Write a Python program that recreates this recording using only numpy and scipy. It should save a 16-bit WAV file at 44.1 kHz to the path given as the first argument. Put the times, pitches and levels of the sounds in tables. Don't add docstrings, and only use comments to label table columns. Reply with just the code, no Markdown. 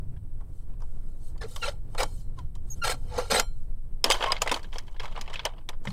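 import sys
import numpy as np
from scipy import signal
from scipy.fft import rfft, irfft
from scipy.io import wavfile
from scipy.ndimage import uniform_filter1d

SR = 44100
rng = np.random.default_rng(int(sys.argv[2]) if len(sys.argv) > 2 else 0)


def pcm_store(signal):
    levels = np.round(np.clip(np.atleast_2d(signal), -1, 1) * 32767)
    wavfile.write(sys.argv[1], SR, levels.astype(np.int16).T)


N = 261072

# full drag t/s, swell t/s, hold t/s, drag level/dB, thud level/dB, fizz level/dB
RUBS = [(0.57, .15, .04, -80, 5, 8), (0.83, .05, .28, -87, 14, 10), (1.25, .13, .04, -72, -8, 8),
        (1.49, .05, .13, -59.5, -2, 1), (1.7, .02, .02, -69, 12, 4), (1.95, .1, .02, -71, 8, 3),
        (2.06, .02, .15, -68, -4, 4), (2.38, .04, .01, -71, 9, -4), (2.69, .06, .1, -75, 4, 10),
        (2.97, .03, .14, -80, 12, 10), (3.16, .08, .03, -49, 10, -14), (3.24, .03, .05, -57, 3, -6),
        (3.54, .05, .1, -86, 7, 8)]
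# start t/s, length t/s, first level/dB, last level/dB, thud level/dB, fizz level/dB
JERKS = [(1.411, 0.035, -43.5, -49.5, 5, -17), (1.62, 0.071, -36.5, -38, -2.5, -13),
         (1.977, 0.051, -30.5, -38, 6, -7), (2.835, 0.092, -31.5, -33, 0.5, -5.5),
         (3.176, 0.035, -36.5, -45, 11, -2.5), (3.299, .1, -25, -31, 2.5, -7)]
# start t/s, length t/s, first f/Hz, last f/Hz, level/dB, slope/dB per overtone
SQUEAKS = [(1.406, 0.027, 1800, 1695, -42.5, -3.5), (1.435, 0.031, 450, 437, -35.5, -22),
           (1.611, 0.047, 2900, 2550, -34.5, -30), (1.624, 0.031, 1416, 1338, -30, -5.5),
           (1.674, 0.027, 565, 581, -32, -34), (3.114, 0.037, 895, 815, -41, -28),
           (2.699, 0.033, 6560, 6670, -36, -9), (2.72, 0.03, 6420, 6280, -43, -10),
           (2.372, 0.044, 1113, 920, -45.5, -25), (2.813, 0.05, 1430, 1310, -28.5, -5.5),
           (3.331, 0.043, 8350, 8250, -28.5, -31), (3.362, 0.024, 3930, 4110, -25.5, -34),
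           (4.125, 0.019, 3170, 3100, -26, -7), (4.261, 0.063, 1068, 1083, -25, -17)]
# start t/s, length t/s, first level/dB, last level/dB, thud level/dB, fizz level/dB
RUNS = [(4.04, .065, -46, -42, 6, -7), (4.1, .11, -50, -42, 7, -6), (4.205, .04, -50, -39, 7, -7),
        (4.24, .17, -39, -62, 3, -13), (4.41, .1, -46, -54, 2, -8), (4.512, .13, -33, -67, 7, -6),
        (4.64, .08, -71, -79, 7, -1), (4.72, .145, -56, -76, 4, -3), (4.865, .13, -68, -84, 4, -1),
        (4.997, .158, -44, -61, 5, -13), (5.153, .12, -47, -66, 7, -12), (5.275, .165, -57, -60, 3, -16),
        (5.44, .1, -62, -78, 10, -16), (5.56, .11, -66, -80, 4, -20), (5.68, .09, -60, -92, 0, -24),
        (5.83, .09, -76, -66, 4, 8)]
# t/s, nominal blow level/dB, thud level/dB, fizz level/dB, ring f/Hz
KNOCKS = [(0.1645, -54.5, 6.5, -23, 1670), (0.4065, -62.5, 19.5, 3, 1490), (0.736, -66, 12, -20, 2500),
          (0.803, -62, 14, 9, 1540), (0.819, -58, 19, 8, 1540), (1.3548, -63, 19, -15, 1790),
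          (1.3776, -54, -5, 3, 4550), (1.561, -32, 6, 5.5, 3630), (1.948, -41.5, 15, -3, 1660),
          (2.0307, -26, 9.5, 9, 3880), (2.388, -42, -1, -2, 1440), (2.552, -54, 10.5, 11.5, 3650),
          (3.3968, -13.5, 0, 4.5, 1420), (4.0417, -7, -5, -1, 5350), (4.061, -29, 12, -5, 2880),
          (4.1013, -13, 3.5, 4, 2970), (4.1104, -11, -20, -4, 3500), (4.119, -18.5, -16, 7, 3110),
          (4.1424, -31, 11, -1, 1950), (4.2078, -28, 10, -20, 2800), (4.2252, -20, 1.5, -16, 3290),
          (4.2423, -26, 7, -30, 2660), (4.2595, -29, 4, -28, 3130), (4.3043, -29, 10, -26, 3200),
          (4.3198, -12, -9, -6.5, 4970), (4.365, -27, -13, -30, 2130), (4.4185, -15, -1, 3.5, 2980),
          (4.4606, -35, 14.5, -30, 2060), (4.4748, -15, -9, -12, 2040), (4.4934, -22, -20, -11, 2730),
          (4.515, -18, 6, -2, 3510), (4.5416, -20, -13, -3, 4390), (4.6299, -44, -20, 0, 4370),
          (4.6433, -38, -13, -23, 1630), (4.7277, -36, -8, -30, 3220), (4.757, -36, 6.5, -16, 3280),
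          (4.783, -27, -16, -4, 5310), (4.8797, -48, 3.5, -15, 3130), (4.9437, -55, 10, -22, 3080),
          (4.9632, -44.5, -8, -29, 1740), (4.997, -23, -20, -30, 3250), (5.0547, -38, 4, -7, 2160),
          (5.1617, -34, 9.5, -30, 2860), (5.2115, -30, -15, 2, 2980), (5.2594, -46, -7, -30, 3000),
          (5.277, -36, 0.5, -28, 2130), (5.2983, -38, 5, -11, 3220), (5.3316, -35, -9, -9, 2050),
          (5.3383, -27, -13, -9, 3030), (5.3567, -24.5, -20, -25, 2540), (5.393, -23, -11, -30, 3380),
          (5.4516, -16, -5, -1, 3030), (5.4575, -21, 3, -30, 1020), (5.5354, -51, 10.5, -28, 3100),
          (5.5808, -50, 2, -27, 2900), (5.689, -28, 6, 1.5, 3530), (5.73, -51, 12, -25, 2050),
          (5.8523, -38, 8.5, -2, 1660), (5.8721, -25, -2, -24, 2100), (5.904, -37, -2, -10, 4230)]
# f/Hz, width/Hz, level/dB
WINDLASS_BODY = [(494.6, 164, 19.5), (817, 280, 13), (1353, 250, 9.5), (2800, 320, -2.5), (4280, 490, 4.5),
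                 (5090, 400, 1.5), (5760, 170, -3), (8430, 1500, 7)]
# f/Hz, width/Hz, level/dB
ROLLER = [(507.6, 360, 6.6), (972, 590, 11), (2106, 680, 1.5), (3150, 600, 6), (4974, 160, 1.5),
          (6900, 170, 1.5), (8600, 1200, 3)]
# f/Hz, relative level/dB, time to fall 60 dB t/s
DRUM = [(1387, -9.5, 0.23), (2280, -11.5, 0.22), (3120, 1, 0.17), (3420, -15, 0.17), (3900, -8, 0.12),
        (4155, -8.5, 0.33), (5630, -2.5, 0.15), (7400, -7, 0.24), (9640, -14, 0.2), (9300, -16.5, .25),
        (9380, -9.5, 0.28), (11880, -15, .2)]
# start t/s, level/dB, f/Hz, time to fall 60 dB t/s
BOOMS = [(2.02, -41, 241, 0.17), (2.931, -41, 220, .12), (3.171, -35, 205, 0.095),
         (3.321, -29, 185.6, 0.13), (3.381, -37.5, 198.4, 0.13), (4.046, -31.5, 249, 0.16),
         (4.51, -32.5, 256.3, 0.18), (5.189, -47.5, 206, 0.13), (5.86, -35.5, 93, 0.35),
         (5.871, -27, 152, 0.19)]
# t/s, deep level/dB, flutter level over the deep one/dB
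GUSTS = [(0.0, -30.5, -7), (0.58, -33.5, -15.5), (0.71, -27, -24), (1.05, -30.5, -17), (3.06, -31, -10),
         (3.44, -28, -19.5), (3.89, -29, -21.5), (4.18, -29, -27), (5.82, -33.5, -21.5)]
# t/s, level before its lumps/dB
ROAR = [(0, -58), (.55, -60), (1.05, -55), (3.06, -58), (3.5, -62), (4.2, -57), (5.9, -57)]
# f/Hz, level/dB per Hz
WIND = [(6, 5), (16, 10), (38, -7), (60, -13), (125, -17), (200, -31), (530, -43), (2000, -63.5),
        (5000, -77)]
# f/Hz, level/dB per Hz
HISS = [(1500, -14), (4000, -9), (7400, -15), (7900, 0.5), (11000, -7), (16000, -7.5)]

LIGHT_HZ, HARD_HZ, LINK_HZ = (310, 3140, 7000), (375, 1630, 5360), (345, 1610, 4850)
RELEASE_S = 4
SWELL_DB, LET_GO_DB_PER_S = 22, 300
KNOCK_T60_S, T60_S_PER_DB = 0.026, 0.0004
DRUM_DB, HISS_DB = -18, -75.5
EDGE_HZ = 15900


def amp(db):
    return 10 ** (np.asarray(db) / 20)


def evened(x):
    return x / np.sqrt(np.mean(x ** 2) + 1e-20)


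def read(points, hz):
    f, value = np.transpose(points)
    return np.interp(np.log(hz + 1), np.log(f + 1), value)


def add(mix, s, sound):
    part = mix[round(s * SR):][:len(sound)]
    part += sound[:len(part)]


def bands(x, gain_db, splits, steep=6):
    hz = np.fft.rfftfreq(len(x), 1 / SR) + 1
    above = [1 / (1 + (split / hz) ** steep) for split in splits] + [0]
    spectrum = rfft(x) * amp(gain_db(hz))
    parts = []
    for k in range(3):
        share = above[k] * (1 - above[k + 1])
        parts.append(evened(irfft(spectrum * share, len(x))))
    return np.array(parts)


def body(peaks, knee_hz, slope_db):
    def gain_db(hz):
        fall = slope_db * np.log2(1 + (hz / knee_hz) ** 2)
        return fall + sum(db / (1 + (2 * (hz - f) / width) ** 2) for f, width, db in peaks)
    return gain_db


def grit(per_s, spread_db, t60, rasp, count=70):
    t = np.arange(round(t60 * SR)) / SR
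    out = np.zeros(N)
    mode_hz = np.linspace(18, 125, count) ** 2 * rng.uniform(0.96, 1.03, count)
    for hz in mode_hz:
        size = amp(spread_db * np.minimum(rng.exponential(1, N), 4))
        slips = size * (rng.random(N) < per_s / SR)
        mode = amp(-60 * t / t60) * np.sin(2 * np.pi * hz * t) * hz ** 0.15
        out += signal.oaconvolve(slips, mode)[:N]
    return evened(out) + rasp * rng.standard_normal(N)


def rubs(parts):
    t = np.arange(N) / SR
    out = np.zeros(N)
    for s, swell, hold, db, thud_db, fizz_db in RUBS:
        rise_db = SWELL_DB * np.maximum(s - t, 0) / max(swell, 0.005)
        fall_db = LET_GO_DB_PER_S * np.maximum(t - s - hold, 0)
        out += amp(db - rise_db - fall_db) * (amp([thud_db, 0, fizz_db]) @ parts)
    return out


def jerks(parts):
    t = np.arange(SR // 4) / SR
    out = np.zeros(N)
    for s, length, first_db, last_db, thud_db, fizz_db in JERKS:
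        slide_db = np.interp(t, [0, length], [first_db, last_db])
        fade_db = np.maximum(t - length, 0) * np.array([[600], [900], [900]])
        balance_db = np.array([[thud_db], [0], [fizz_db]])
        shape = amp(slide_db - fade_db + balance_db) * (1 - np.exp(-t / 0.0089))
        shape *= amp(2.0 * evened(uniform_filter1d(rng.standard_normal(len(t)), 400)))
        add(out, s, (shape * parts[:, round(s * SR):][:, :len(t)]).sum(0))
    return out


def squeak(length, first_hz, last_hz, db, slope_db):
    hz = np.linspace(first_hz, last_hz, round(length * SR))
    hz = hz * (1 + 0.02 * uniform_filter1d(rng.standard_normal(len(hz)), 120))
    turn = 2 * np.pi * np.cumsum(hz) / SR
    stack = np.zeros(len(hz))
    for k in range(8):
        if (k + 1) * first_hz < EDGE_HZ:
            overtone_db = slope_db * k - 9.9 * rng.random() * (k > 0)
            stack += amp(overtone_db) * np.sin((k + 1) * turn)
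    flicker = amp(1.5 * evened(uniform_filter1d(rng.standard_normal(len(hz)), 150)))
    return amp(db) * stack * signal.windows.tukey(len(hz), 0.6) * flicker


def runs(parts):
    out = np.zeros(N)
    for s, length, first_db, last_db, thud_db, fizz_db in RUNS:
        rasp = amp([thud_db, 0, fizz_db]) @ parts[:, round(s * SR):][:, :round(length * SR)]
        level = amp(np.linspace(first_db, last_db, len(rasp)))
        edges = signal.windows.tukey(len(rasp), 200 / len(rasp))
        add(out, s, rasp * level * edges)
    return out


def clinks(per_s, spread_db):
    size = amp(spread_db * np.minimum(rng.exponential(1, N), 3))
    touches = size * (rng.random(N) < per_s / SR)
    burst = np.exp(-np.arange(2000) / (0.0053 * SR))
    return evened(0.5 + signal.oaconvolve(touches, burst)[:N])


def knocks(parts):
    t = np.arange(SR // 4) / SR
    out = np.zeros(N)
    rise = 1 - np.exp(-t / np.array([[0.002], [0.001], [0.0008]]))
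    for s, db, thud_db, fizz_db, hz in KNOCKS:
        i = round(s * SR)
        n = min(len(t), N - i)
        base_s = max(KNOCK_T60_S - T60_S_PER_DB * db, 0.005)
        life = base_s * np.array([[1.4], [1.01], [0.7]])
        tail = amp(-23.5 - 60 * t / (4 * life))
        shape = rise * (amp(-60 * t / life) + tail)
        crack = (amp([[thud_db], [0], [fizz_db]]) * shape)[:, :n] * parts[:, i:i + n]
        ring = amp(2.5 - 60 * t / (0.48 * life[1])) * rise[1] * np.sin(2 * np.pi * hz * t)
        roller = clank(thud_db, fizz_db, t) * (s > RELEASE_S)
        out[i:i + n] += amp(db) * (0.42 * crack.sum(0) + ring[:n] + roller[:n])
    return out


def clank(thud_db, fizz_db, t):
    hz, width, db = np.transpose(ROLLER)[:, :, None]
    spot_db, detune = rng.standard_normal((2, len(hz), 1))
    tilt_db = read([(1000, thud_db), (2500, 0.0054), (6500, fizz_db)], hz)
    modes = amp(db + tilt_db + 4.7 * spot_db - 18) * np.exp(-0.35 * np.pi * width * t)
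    swing = np.sin(2 * np.pi * hz * (1 + 0.049 * detune) * t)
    return (modes * swing).sum(0) * (1 - np.exp(-t / 0.00056))


def strikes():
    force = np.zeros(N)
    for s, db, *_ in KNOCKS:
        force[round(s * SR)] = amp(db + 21.5) * (s < RELEASE_S)
    return force


def drum(force):
    t = np.arange(SR // 2) / SR
    tail = sum(amp(db - 60 * t / t60) * np.sin(2 * np.pi * hz * t) for hz, db, t60 in DRUM)
    return amp(DRUM_DB) * signal.oaconvolve(force, tail / np.linalg.norm(tail))[:N]


def boom(db, hz, t60):
    t = np.arange(SR // 3) / SR
    neighbour = 1.2 * np.sin(2 * np.pi * 1.27 * hz * t + 6 * rng.random())
    swing = np.sin(2 * np.pi * hz * t) + neighbour
    return amp(db - 60 * t / t60) * (1 - np.exp(-t / 0.0055)) * swing


def wind():
    t = np.arange(N) / SR
    s, deep_db, flutter_db = np.transpose(GUSTS)
    deep = np.interp(t, s, deep_db)
    flutter = np.interp(t, s, deep_db + flutter_db)
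    roar = np.interp(t, *np.transpose(ROAR))
    parts = bands(rng.standard_normal(N), lambda hz: read(WIND, hz), (4, 50, 170), steep=2.75)
    lumps = evened(uniform_filter1d(uniform_filter1d(rng.standard_normal(N), 1500), 1500))
    parts[2] *= amp(2.7 * lumps)
    return (amp([deep, flutter, roar]) * parts).sum(0)


def hiss():
    spectrum = rfft(rng.standard_normal(N)) * amp(read(HISS, np.fft.rfftfreq(N, 1 / SR)))
    return amp(HISS_DB) * evened(irfft(spectrum, N))


def scene():
    rasp = grit(per_s=60, spread_db=2.5, t60=0.041, rasp=0.53)
    windlass_gain = body(WINDLASS_BODY, knee_hz=8800, slope_db=-9)
    light = bands(rasp, windlass_gain, LIGHT_HZ)
    hard = bands(rasp, windlass_gain, HARD_HZ)
    roller_rasp = grit(per_s=50, spread_db=1.0, t60=0.022, rasp=0.7)
    on_roller = bands(roller_rasp, body(ROLLER, knee_hz=8300, slope_db=-12.5), LINK_HZ)
    rubbing = rubs(light)
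    jumps = jerks(hard)
    blows = knocks(on_roller)
    on_windlass = np.arange(N) < RELEASE_S * SR
    force = 2.4 * rubbing + 0.16 * jumps + 0.36 * blows * on_windlass + strikes()
    running = runs(on_roller) * clinks(per_s=76, spread_db=1.8)
    mix = rubbing + jumps + drum(force) + running + blows
    for s, *settings in SQUEAKS:
        add(mix, s, squeak(*settings))
    for s, *settings in BOOMS:
        add(mix, s, boom(*settings))
    return (mix + wind() + hiss())[None]


def record(dry):
    low_pass = signal.firwin(511, EDGE_HZ, window=("kaiser", 9), fs=SR)
    return signal.oaconvolve(dry, low_pass[None], "same")


dry = scene()
out = record(dry)
pcm_store(out)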